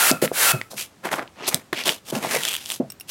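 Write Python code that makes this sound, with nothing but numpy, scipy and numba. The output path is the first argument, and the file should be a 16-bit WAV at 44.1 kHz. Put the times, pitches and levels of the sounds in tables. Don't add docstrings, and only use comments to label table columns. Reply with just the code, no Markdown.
import sys
import numpy as np
from scipy import signal
from scipy.fft import rfft, irfft
from scipy.io import wavfile
from scipy.ndimage import uniform_filter1d
from numba import njit

SR = 44100
rng = np.random.default_rng(int(sys.argv[2]) if len(sys.argv) > 2 else 0)


def materialize(psi):
    bounded = np.clip(np.atleast_2d(psi).T, -1, 1)
    quanta = np.round(bounded * 32767).astype(np.int16)
    wavfile.write(sys.argv[1], SR, quanta)


N = 136710
T = np.arange(N) / SR


def undb(db):
    return 10 ** (np.asarray(db) / 20)


def unit(x):
    return x / np.sqrt(np.mean(x ** 2))


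def noise(count=N):
    return rng.standard_normal(count)


def decay(t, t60):
    return undb(-60 * t / t60)


def band(x, lo_hz, hi_hz):
    edges = [lo_hz, min(hi_hz, .45 * SR)]
    return signal.sosfilt(signal.butter(2, edges, "bandpass", fs=SR, output="sos"), x)


def coloured(shape):
    f, db = np.array(shape).T
    hz = np.maximum(np.arange(N // 2 + 1) * SR / N, 1)
    gain = undb(np.interp(np.log(hz), np.log(f), db))
    return unit(irfft(rfft(noise()) * gain, N))


def add(out, s, x):
    i = int(s * SR)
    out[i:i + len(x)] += x[:N - i]


def room_tone():
    # f/Hz, relative density/dB per Hz
    room_shape = [(30, 2.5), (215, -8), (3220, -25), (7870, -28.5), (16000, -39.5)]
    return undb(-50.5) * coloured(room_shape)


def echo(near):
    level_db, t60_s = -15.5, 0.12
    t = T[:SR // 2]
    tail = noise(len(t)) * decay(t, t60_s) * (t > .004)
    tail = tail / np.sqrt(np.sum(tail ** 2))
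    return undb(level_db) * signal.fftconvolve(near, tail)[:N]


def air_flow():
    # start/s, full flow/s, stop/s, hiss level/dB
    stroke_table = [(-.02, 0.005, 0.11, -16.5), (0.216, 0.219, 0.26, -24), (0.324, 0.426, 0.52, -16.5)]
    after_db, after_t60_s = -15.5, 0.33
    flow = np.zeros(N)
    for start, full, stop, db in stroke_table:
        swell = np.clip((T - start) / (full - start), 0, 1)
        after = undb(after_db) * decay(np.maximum(T - stop, 0), after_t60_s)
        flow += undb(db) * np.where(T < stop, swell, after)
    return flow


@njit
def ring(x, turn, keep):
    y, z = np.empty(len(x)), 0j
    for i in range(len(x)):
        z = z * keep * np.exp(1j * turn[i]) + x[i]
        y[i] = z.imag
    return y


def mode(x, hz, t60):
    turn = 2 * np.pi * hz * np.ones(N) / SR
    return ring(x, turn, np.exp(-np.log(1000) / (t60 * SR)))


def pump():
    # f/Hz, relative density/dB per Hz
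    nozzle_shape = [(880, -33.5), (1500, -11), (6060, -17), (10600, -13.5), (16000, -20)]
    # f/Hz at full flow, level/dB re hiss, t60/s of the fade after the inflow
    tube_tones = [(1404, -9, 0.28), (2683, -15.5, 0.3)]
    sag_share = 0.061
    tone_t60_s = 0.066
    low_hiss_db = -9.5

    flow = air_flow()
    low_hiss = undb(low_hiss_db) * unit(band(noise(), 490, 1660))
    out = flow * (coloured(nozzle_shape) + low_hiss)
    mean_flow = uniform_filter1d(flow, size=9000) / flow.max()
    pitch = 1 - sag_share * (1 - np.clip(mean_flow, 0, 1))
    for hz, tone_db, fade_t60 in tube_tones:
        keep = undb(-60 / (fade_t60 * SR))
        drive = flow ** 2 / flow.max()
        stir = signal.lfilter([1 - keep], [1, -keep], drive, zi=[flow[0]])[0]
        out += undb(tone_db) * stir * unit(mode(noise(), hz * pitch, tone_t60_s))
    return out


def thumps():
    # t/s, level/dB, f/Hz, t60/s (at least 0.01 is used), shudder of the skin/dB re knock
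    knock_table = [(0.112, -5, 267, 0.044, -2.5), (0.2245, -0.5, 413, 0.015, -7),
                   (0.238, -13.5, 506, 0.088, -7), (0.316, -4.5, 500, 0.0088, -16.5),
                   (0.535, -16.5, 126.5, 0.16, 5), (0.733, -25, 570, 0.026, -2),
                   (1.542, -14, 171, 0.031, -4), (1.728, -21.5, 341, 0.063, -4.5),
                   (2.125, -12.5, 343, 0.032, -1), (2.163, -18.5, 227, 0.098, -1.5),
                   (2.2479, -8.5, 716, 0.016, -8.5), (2.345, -12.5, 572, 0.033, -7.5),
                   (2.361, -14.5, 501, 0.044, -11), (2.8, -9, 254.5, 0.068, -0.5)]
    # f/Hz, level/dB re shudder, t60/s
    skin_bands = [(132.6, -17.5, 0.18), (228.3, -16.5, 0.19), (360, -19.5, 0.15), (599, -14.5, 0.15)]
    glide = 0.35
    out, t = np.zeros(N), T[:SR // 5]
    for s, db, hz, t60, skin_db in knock_table:
        fade = decay(t, max(t60, .01))
        pitch = hz * (1 + glide * (fade - .5))
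        knock = np.sin(2 * np.pi * np.cumsum(pitch) / SR) * fade
        for f, band_db, skin_t60 in skin_bands:
            shudder = unit(band(noise(len(t)), f / 1.198, f * 1.166))
            knock = knock + undb(skin_db + band_db) * decay(t, skin_t60) * shudder
        onset = 1 - np.exp(-t * hz / 0.24)
        add(out, s, undb(db) * onset * knock)
    return out


def slip_gate():
    slips_per_s, spread_db, slip_s, steady = 1500, 6, 0.002, 0.23
    happens = rng.random(N) < slips_per_s / SR
    slips = happens * undb(-spread_db * np.log(rng.random(N) + 0.068))
    return steady + unit(signal.lfilter([1], [1, -np.exp(-1 / (slip_s * SR))], slips))


def rub():
    # start/s, peak/s, end/s, level/dB, voice f/Hz,
    # treble/dB re level, bass/dB re level
    slide_table = [(0.699, 0.712, 0.79, -47, 4600, 6.5, 2), (0.755, 0.793, .87, -30.5, 2670, 2.5, -12),
                   (1.025, 1.054, 1.125, -32.5, 1650, -5.5, 6.5), (1.11, 1.117, 1.22, -32, 1880, -0.5, 7.5),
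                   (1.181, 1.181, 1.273, -44, 1610, -37, 15.5),
                   (1.329, 1.449, 1.51, -37.5, 2440, -21.5, 3.5), (1.463, 1.491, 1.502, -25.5, 3140, 10, 1),
                   (1.488, 1.518, 1.63, -35.5, 2010, -2, 2), (1.728, 1.728, 1.75, -25.5, 1820, -10, 2.5),
                   (1.731, 1.776, 1.9, -26.5, 2650, -12, -9.5),
                   (1.834, 1.88, 1.96, -22.5, 3130, -1.5, -2.5), (2.033, 2.11, 2.11, -38, 3040, 2, -3.5),
                   (2.105, 2.152, 2.246, -38, 2600, 4, 9.5), (2.2, 2.243, 2.324, -32, 2160, -4, 2),
                   (2.246, 2.343, 2.45, -24, 1970, -1, -4.5),
                   (2.384, 2.454, 2.69, -29.5, 2900, -3.5, -12.5),
                   (2.61, 2.741, 2.785, -37.5, 3200, 5.5, -7.5), (3.07, 3.115, 3.393, -29, 3060, 2, -8.5)]
    fade_db = -22.5
    width, core_width = 1.94, 1.252
    gate = slip_gate()
    rustle = gate * noise()
    treble = unit(band(gate * noise(), 3640, 13040))
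    bass = unit(band(gate * noise(), 188, 1180))
    out = np.zeros(N)
    for start, peak, end, db, hz, high_db, low_db in slide_table:
        part = (T > start) & (T < 2 * end - peak)
        t, y = T[part], rustle[part]
        swell = np.clip((t - start) / (peak - start), 0, 1) ** 1.71
        spent = np.clip((t - peak) / (end - peak), 0, None)
        push = swell * undb(fade_db * spent ** 1.33)
        broad = unit(band(y, hz / width, hz * width))
        core = unit(band(y, hz / core_width, hz * core_width))
        voice = unit(broad + core) * np.std(y) / np.std(rustle)
        sound = voice + undb(high_db) * treble[part] + undb(low_db) * bass[part]
        out[part] += push * undb(db) * sound
    return out


def tick(db):
    f_hz, t60_s = 2760, 0.027
    t, k = T[:SR // 20], np.arange(1, 6)[:, None]
    harmonics = np.sin(2 * np.pi * (f_hz * k * t + rng.random(k.shape)))
    x = np.sum(rng.random(k.shape) * harmonics, axis=0)
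    x = x * decay(t, t60_s) * (1 + .5 * noise(len(t)))
    return undb(db) * x / np.abs(x).max()


def fingertip_ticks():
    # t/s, peak level/dB
    tick_table = [(2.902, -22), (2.92, -24.5), (2.999, -23), (3.009, -21.5)]
    out = np.zeros(N)
    for s, db in tick_table:
        add(out, s, tick(db))
    return out


def snap(db, hz, ring_t60_s=0.0063):
    crack_t60_s, crack_db = 0.0043, 1
    t = T[:SR // 20]
    crack = undb(crack_db) * band(noise(len(t)), hz / 3.8, hz * 1.83) * decay(t, crack_t60_s)
    up, down = 0.096 * rng.random(2)
    pair = np.sin(2 * np.pi * hz * (1 + up) * t) + np.sin(2 * np.pi * hz * (1 - down) * t)
    onset = 1 - np.exp(-t / 0.000093)
    x = onset * (pair / 2 * decay(t, ring_t60_s) + crack)
    return undb(db) * x / np.abs(x).max()


def creak():
    span_s, rate_hz, level_db = (1.425, 1.486), (169, 345), (-29.5, -17.5)
    out = np.zeros(N)
    s = span_s[0]
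    while s < span_s[1]:
        db = np.interp(s, span_s, level_db) + 2 * rng.standard_normal()
        add(out, s, snap(db, 4000 * (.5 + rng.random())))
        s += (1 + 0.06 * rng.standard_normal()) / np.interp(s, span_s, rate_hz)
    return out


def neck_crackle():
    # t/s, level/dB (before the trims of the two snaps)
    crackle_table = [(2.4283, -17), (2.4348, -8.5), (2.4518, -6.5), (2.4788, -12), (2.4862, -7.5),
                     (2.4922, -13.5), (2.5002, -23), (2.5146, -15), (2.518, -15), (2.5296, -13),
                     (2.5337, -15), (2.5395, -11.5), (2.544, -14), (2.5519, -9.5), (2.5652, -10.5),
                     (2.6593, -16.5), (2.7023, -9.5), (2.7132, -14.5), (2.7192, -12)]
    low_hz, high_hz, low_t60_s = 3170, 8170, 0.0095
    out = np.zeros(N)
    for s, db in crackle_table:
        add(out, s, snap(db - 2, low_hz, low_t60_s) + snap(db - 2.5, high_hz))
    return out


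def snaps():
    # t/s, peak level/dB, ring f/Hz
    snap_table = [(0.114, 0.5, 5290), (0.2774, -12.5, 1930), (0.6142, -11.5, 2000), (0.781, -20.5, 2570),
                  (1.052, -17.5, 1540), (1.09, -17, 1700), (1.1152, -20, 2300), (1.1398, -6, 1480),
                  (1.1938, -14.5, 1720), (1.277, -29.5, 3020), (1.5444, 1, 8120), (1.731, -9.5, 1820),
                  (1.8376, -14, 4540), (1.8924, -0.5, 3170), (2.154, -13.5, 2680)]
    out = np.zeros(N)
    for s, db, hz in snap_table:
        add(out, s, snap(db, hz))
    return out


def scene():
    hands = rub() + fingertip_ticks() + creak() + neck_crackle() + snaps()
    near = pump() + thumps() + hands
    return (near + echo(near) + room_tone())[None]


def record(dry):
    x = signal.sosfilt(signal.butter(3, 90, "highpass", fs=SR, output="sos"), dry)
    return signal.sosfilt(signal.ellip(8, .2, 70, 16000, fs=SR, output="sos"), x)


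dry = scene()
out = record(dry)
materialize(out)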